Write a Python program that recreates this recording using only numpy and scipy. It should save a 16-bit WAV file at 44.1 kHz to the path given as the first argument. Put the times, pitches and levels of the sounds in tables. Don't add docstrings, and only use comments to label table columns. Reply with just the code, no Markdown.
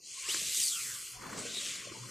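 import sys
import numpy as np
from scipy import signal
from scipy.fft import rfft, irfft, next_fast_len
from scipy.io import wavfile
from scipy.ndimage import uniform_filter1d

SR = 44100
rng = np.random.default_rng(int(sys.argv[2]) if len(sys.argv) > 2 else 0)


def invert_db(x):
    u = np.asarray(x, float) / 20
    return 10 ** u


def persist_wave(psi):
    counts = np.round(np.clip(psi, -1, 1) * 32767).astype(np.int16)
    wavfile.write(sys.argv[1], SR, np.atleast_2d(counts).T)


N = 92610
TIME = np.arange(N) / SR

# time in seconds, level in dB, brightness in dB per octave, fine fizz in dB.
SLIDING = [(0.0, -52, -1.5, -21), (0.06, -46, 4.5, -17), (0.27, -40, -0.5, 0), (0.3, -33.5, -1.5, 3.5),
           (0.47, -36, 0, 5.5), (0.63, -30.5, 3, 4.5), (0.73, -35.5, 7, -0.5), (1.13, -45, -1, 9.5),
           (1.2, -51, -1.5, 2.5), (1.37, -47, 1, -12), (1.39, -40, 2.5, -11), (1.43, -44, 2, -6.5),
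           (1.67, -37, -1, 0), (1.91, -48, -4, -2.5), (2.1, -47, 1.5, -4)]
# frequency in Hz, level in dB per Hz.
FIBRE_COLOUR = [(530, -79), (900, -86), (1200, -39), (1730, -12.5), (2110, -6.5), (4010, -3.5),
                (5520, -4.5), (7780, -0.5), (15300, -28)]
# time in seconds, foam level in dB, crackle relative to foam in dB.
WEIGHT_SHIFT = [(0.0, -57, -18.5), (0.26, -75.5, 21), (0.29, -58.5, 12), (0.51, -56.5, -3),
                (0.55, -78.5, 23), (0.58, -56.5, -4), (0.83, -69, 14.5), (0.87, -61.5, 6),
                (1.06, -71.5, 15.5), (1.19, -62.5, 5.5), (1.22, -53.5, 7), (1.29, -48, 3.5),
                (1.4, -45.5, 1), (1.45, -49.5, -4.5), (1.82, -58.5, 6.5), (1.88, -53, -4), (2.04, -56, 1),
                (2.1, -53, 3)]
# frequency in Hz, level in dB per Hz.
FOAM_COLOUR = [(24, -42), (40, -22), (81, -20.5), (182, 2.5), (497, -2), (733, -2.5), (800, -11),
               (1040, -33), (1760, -120)]
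# frequency in Hz, level in dB.
FOLD_COLOUR = [(700, -1.5), (1000, 5), (1500, 3), (2200, 0.5), (3000, -19.5)]
# frequency in Hz, level in dB.
AIR_COLOUR = [(25, -35), (60, -2), (150, 5), (400, -11.5), (700, 10), (2000, -10.5), (8000, -24)]
# time in seconds, level in dB.
HUM_LEVEL = [(0.0, -110), (0.09, -77), (0.23, -94), (0.37, -60), (0.73, -94), (0.85, -59.5), (1.1, -71),
             (1.17, -55.5), (1.3, -65), (1.4, -58), (1.61, -80), (1.72, -59.5), (1.79, -77), (1.88, -54.5),
             (1.97, -65), (2.02, -51), (2.1, -51)]
# start in seconds, length in seconds, pitch in Hz, level in dB.
DRAGS = [(0.088, 0.3, 1053, -57.5), (0.193, 0.075, 2310, -47), (0.233, 0.05, 2680, -45.5),
         (0.693, 0.15, 1358, -50.5), (0.54, 0.059, 6000, -41), (0.44, 0.051, 6300, -43),
         (.56, 0.03, 3880, -40), (1.2, 0.079, 1500, -60), (1.05, 0.25, 990, -59), (1.12, .1, 750, -58),
         (1.4, 0.16, 1520, -56.5), (1.78, 0.17, 1080, -60), (0.339, 0.016, 7400, -32),
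         (1.925, 0.1, 950, -51.5), (2.01, 0.057, 1038, -53), (.4, 0.027, 6430, -37.5),
         (0.557, 0.15, 8800, -36.5), (1.53, 0.085, 3820, -41), (0.43, 0.073, 7200, -48),
         (.65, 0.055, 4400, -39.5), (0.58, 0.038, 2990, -42), (0.277, 0.18, 1085, -59),
         (0.67, 0.031, 5560, -38.5)]
# start in seconds, peak in dB, pitch in Hz, ring time to -60 dB in seconds.
LANDINGS = [(0.209, -55, 563, 0.043), (.285, -39.5, 379, 0.061), (.345, -41, 320, 0.066),
            (0.364, -44, 360, 0.071), (.415, -41, 450, 0.038), (.415, -45, 188, 0.071),
            (0.466, -50, 60, 0.11), (0.578, -50.5, 343, 0.083), (0.847, -54, 127, 0.24),
            (.867, -54, 216, .08), (.91, -53.5, 96, 0.19), (.595, -52.5, 101, 0.11), (1.155, -47, 40, 0.16),
            (1.234, -41, 1280, .04), (1.258, -38.5, 1060, .03), (1.292, -44, 1220, 0.027),
            (1.299, -41, 1500, .03), (1.326, -44, 324, .04), (1.346, -36.5, 397, 0.032),
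            (1.37, -45, 300, 0.078), (1.385, -36, 460, .03), (1.387, -37, 1030, 0.016),
            (1.408, -48, 350, 0.071), (1.451, -39, 477, 0.12), (1.57, -44, 375, 0.065),
            (1.871, -37, 562, 0.029), (1.885, -42, 547, .03), (1.915, -36.5, 340, 0.044),
            (1.921, -41, 1163, 0.043), (1.969, -46, 473, .03)]
# start in seconds, peak in dB.
GRASS_TICKS = [(.2246, -33), (.2885, -27), (.5342, -26), (.5467, -20), (.572, -23), (.6015, -18),
               (.637, -21), (1.2236, -38), (1.3753, -34), (1.3887, -31), (1.5444, -30), (1.7574, -32)]
# time in seconds, rib rate in Hz, level in dB.
HEEL_OUT = [(.24, 1500, -58), (.281, 1900, -51), (.292, 2800, -36), (.312, 3250, -38), (.327, 4100, -36),
            (.337, 4800, -42), (.346, 5700, -38), (.353, 6600, -45), (.361, 7300, -37)]
# time in seconds, rib rate in Hz, level in dB.
HEEL_SLOWING = [(.6, 5870, -57), (.63, 4800, -35), (.68, 4320, -44.5), (.73, 3410, -39.5), (.79, 2600, -45),
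                (.88, 1840, -50.5), (0.999, 1450, -57)]
# time in seconds, rib rate in Hz, level in dB.
HEEL_BACK = [(1.4, 2200, -65), (1.46, 2780, -47), (1.52, 3530, -47), (1.59, 3750, -48.5),
             (1.66, 3300, -45.5), (1.73, 2320, -51.5), (1.82, 2010, -57.5)]
RIB_SPREADS = [.06, .23, .48]
RIB_CLEANNESS = [.85, .17, 0]
# frequency in Hz, side minus mid in dB.
SIDE_SCATTER = [(30, -25), (300, -5.5), (900, -5), (1800, -17.5), (3500, -25), (6800, -32), (8500, -9),
                (10500, -32)]
# frequency in Hz, level in dB.
LEAF_COLOUR = [(900, -5.5), (2000, -4.5), (6000, -13), (9000, -12), (10500, -18)]
# time in seconds, lean to the left in dB.
LEAN_LEFT = [(0, 0.67), (.9, 0.02), (1.3, .5), (1.7, 0.58), (2.1, 0.95)]
# centre in Hz, width in Hz, level in dB per bin.
NOISE_PROFILE = [(807, 211, -70), (1755, 77, -73.5), (1500, 1130, -83.5), (3780, 157, -70.5),
                 (3610, 510, -77), (5100, 90, -79), (7660, 430, -75), (12720, 100, -85), (225, 56, -78)]

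FADE_S = 0.12
EDGE_HZ = 15440


def evened(x):
    return x / np.sqrt(np.mean(x ** 2) + 1e-20)


def read(points, hz):
    f, value = np.transpose(points)
    return np.interp(np.log(hz + 1), np.log(f + 1), value)


def follow(table, column, t=TIME):
    rows = np.array(table)
    return np.interp(t, rows[:, 0], rows[:, column])


def drift(count, size):
    return evened(uniform_filter1d(rng.standard_normal(count), size=size))


def colour(x, db_of):
    size = next_fast_len(N + 4096)
    gain = invert_db(db_of(np.fft.rfftfreq(size, 1 / SR)))
    return irfft(rfft(x, size) * gain, size)[:N]


def coloured_noise(points):
    return evened(colour(rng.standard_normal(N), lambda f: read(points, f)))


def resonate(x, hz, width):
    turn = np.exp(2j * np.pi * np.cumsum(hz * np.ones(N)) / SR)
    r = np.exp(-np.pi * width / SR)
    smooth = signal.lfilter([1 - r, 0, 0], np.convolve([1, -r], [1, -r]), x / turn)
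    return 2 * (turn * smooth).real


def grains(per_s, spread_db, share):
    u, e, n = rng.random(N), rng.exponential(1, N), rng.standard_normal((2, N))
    clicks = (u < per_s / SR) * invert_db(spread_db * np.minimum(e, 4)) * np.sign(n[0])
    return np.sqrt(share) * evened(clicks) + np.sqrt(1 - share) * n[1]


def fibre_slide():
    tilt_hz, fizz_hz, patch_db = 5000, 9500, 1.5
    slips = grains(per_s=2500, spread_db=3, share=0.21)
    hz, t, z = signal.stft(slips, SR, nperseg=256, noverlap=192)
    field = rng.standard_normal((len(t), len(hz))).T
    patches = evened(uniform_filter1d(uniform_filter1d(field, size=5, axis=0), size=25, axis=1))
    f = hz[:, None]
    tilt = np.log2((f + 200) / tilt_hz) * follow(SLIDING, 2, t)
    fizz = follow(SLIDING, 3, t) / (1 + (fizz_hz / (f + 1)) ** 10)
    gain = invert_db(read(FIBRE_COLOUR, hz)[:, None] + tilt + fizz)
    gain = gain / np.sqrt((gain ** 2).mean(0)) * invert_db(patch_db * patches)
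    hiss = signal.istft(z * gain, SR, nperseg=256, noverlap=192)[1][:N]
    return invert_db(follow(SLIDING, 1) - 0.5) * evened(hiss)


def mat_creases():
    crumples = grains(per_s=660, spread_db=2, share=0.46)
    crackles = grains(per_s=1200, spread_db=5.8, share=0.4)
    foam = evened(colour(crumples, lambda f: read(FOAM_COLOUR, f)))
    fold = evened(colour(crackles, lambda f: read(FOLD_COLOUR, f)))
    return invert_db(follow(WEIGHT_SHIFT, 1) - 3) * (foam + invert_db(follow(WEIGHT_SHIFT, 2)) * fold)


def garden():
    air_db, hum_hz, hum_width_hz, hum_fuzz, whine_hz, whine_db = -65.5, 120, 26, 0.55, 13184, -77
    air = invert_db(air_db) * coloured_noise(AIR_COLOUR)
    whine = invert_db(whine_db) * np.sqrt(2) * np.sin(2 * np.pi * whine_hz * TIME)
    waver = evened(resonate(rng.standard_normal(N), hum_hz, hum_width_hz))
    hum = hum_fuzz * waver + np.sin(2 * np.pi * hum_hz * TIME)
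    return air + whine + invert_db(follow(HUM_LEVEL, 1)) * hum


def scuffs():
    drive = grains(per_s=3000, spread_db=4.6, share=0.85)
    out = np.zeros(N)
    for s, length, hz, db in DRAGS:
        swell = np.sin(np.pi * np.clip((TIME - s) / length, 0, 1)) ** 2
        out += invert_db(db) * swell * evened(resonate(drive, hz, 0.11 * hz))
    return out


def thuds():
    level_db, rise_cycles = 3, 0.91
    out, t = np.zeros(N + 4096), np.arange(4096) / SR
    for s, db, hz, t60 in LANDINGS:
        wobble = 0.66 + 0.23 * drift(4096, size=70)
        rise = np.minimum(t * hz / rise_cycles, 1)
        ring = invert_db(db + level_db - 60 * t / t60) * np.sin(2 * np.pi * hz * t)
        out[round(s * SR):][:4096] += rise * wobble * ring
    return out[:N]


def ticks():
    tick_hz, width_hz, level_db, t60 = 6950, 3600, -5, 0.012
    out, t = np.zeros(N + 4096), np.arange(4096) / SR
    for s, db in GRASS_TICKS:
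        burst = evened(resonate(rng.standard_normal(N), tick_hz, width_hz))[:4096]
        out[round(s * SR):][:4096] += invert_db(db + level_db - 60 * t / t60) * burst
    return out[:N]


def rib_zip(path, spread, clean):
    fuzzy_octave_db, octave_db, third_db, flutter_db = -10, -4.5, -9, 1.3
    hz = follow(path, 1)
    inside = (TIME > path[0][0]) & (TIME < path[-1][0])
    has_octave = 2 * hz < 9500
    drive = grains(per_s=3500, spread_db=0.67, share=0.63)
    width = spread * hz[inside].mean()
    jitter = 1 + 0.012 * drift(N, size=90)
    turns = 2 * np.pi * np.cumsum(hz * jitter) / SR
    tone = np.sin(turns) + invert_db(octave_db) * has_octave * np.sin(2 * turns)
    tone = tone + invert_db(third_db) * (3 * hz < EDGE_HZ) * np.sin(3 * turns)
    fuzz = evened(resonate(drive, hz, width))
    fuzz = fuzz + invert_db(fuzzy_octave_db) * has_octave * evened(resonate(drive, 2 * hz, 1.1 * width))
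    note = (1 - clean) * fuzz + clean * np.sqrt(2) * tone
    flutter = np.tanh(drift(N, size=260))
    return inside * invert_db(follow(path, 2) + flutter_db * flutter) * note


def snap():
    start_s, peak_db, hz, t60 = 0.3462, -24, 1700, 0.0057
    out, t = np.zeros(N), np.arange(4096) / SR
    out[round(start_s * SR):][:4096] = invert_db(peak_db - 60 * t / t60) * np.sin(2 * np.pi * hz * t)
    return out


def stereo(mid):
    leaves_db, wide_top_hz = -59.5, 10600
    hz, t, z = signal.stft(mid, SR, nperseg=512)
    a, b = rng.standard_normal((len(t), len(hz), 2)).T
    size = np.sqrt(abs(uniform_filter1d(abs(z) ** 2, size=3, axis=0)))
    spread = size * (invert_db(read(SIDE_SCATTER, hz)) * (hz > 1))[:, None]
    side = signal.istft(spread * (a + 1j * b), SR, nperseg=512)[1][:N]
    side = side + invert_db(leaves_db) * coloured_noise(LEAF_COLOUR) * np.minimum(TIME / FADE_S, 1)
    side = colour(side, lambda f: -20 * np.log10(1 + 70 / (f + 1)) - 60 * (f > wide_top_hz))
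    lean = invert_db(np.array([[1], [-1]]) * follow(LEAN_LEFT, 1))
    return np.array([mid + side, mid - side]) * lean


def scene():
    body = fibre_slide() + mat_creases() + scuffs() + thuds() + ticks() + snap()
    for path, spread, clean in zip([HEEL_OUT, HEEL_SLOWING, HEEL_BACK], RIB_SPREADS, RIB_CLEANNESS):
        body = body + rib_zip(path, spread, clean)
    return stereo(body * np.minimum(TIME / FADE_S + 0.37, 1) + garden())


def roll_off(x):
    return signal.sosfilt(signal.butter(12, 15430, fs=SR, output="sos"), x)


def record(dry):
    floor_db, top_hz, top_db, tilt_db_per_khz, ragged_db = -20, 12400, -95, 2.2, 3
    hz, t, z = signal.stft(dry, SR, nperseg=1024, noverlap=768)
    power = (abs(z) ** 2).mean(0)
    power = uniform_filter1d(uniform_filter1d(power, size=9, axis=1), size=3, axis=0)
    noise = np.zeros(len(hz))
    for at_hz, width, db in NOISE_PROFILE:
        noise += invert_db(2 * db) * np.exp(-((hz - at_hz) / width) ** 4)
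    gain = np.maximum(1 - noise[:, None] / (abs(power) + 1e-20), invert_db(floor_db))
    gain = gain * (hz < EDGE_HZ)[:, None]
    blocks = rng.standard_normal((len(t) // 8 + 1, len(hz) // 12 + 1))
    ragged = np.repeat(np.repeat(blocks, 8, axis=0), 12, axis=1)[:len(t), :len(hz)].T
    limit_db = top_db + tilt_db_per_khz * (hz[:, None] - top_hz) / 1000 + ragged_db * ragged
    weak = abs(uniform_filter1d(power, size=9, axis=0)) < invert_db(2 * limit_db)
    gain = gain * ~(weak & (hz > top_hz)[:, None])
    mix = signal.istft(z * gain, SR, nperseg=1024, noverlap=768)[1][:, :N]
    return roll_off(mix)


dry = scene()
out = record(dry)
persist_wave(out)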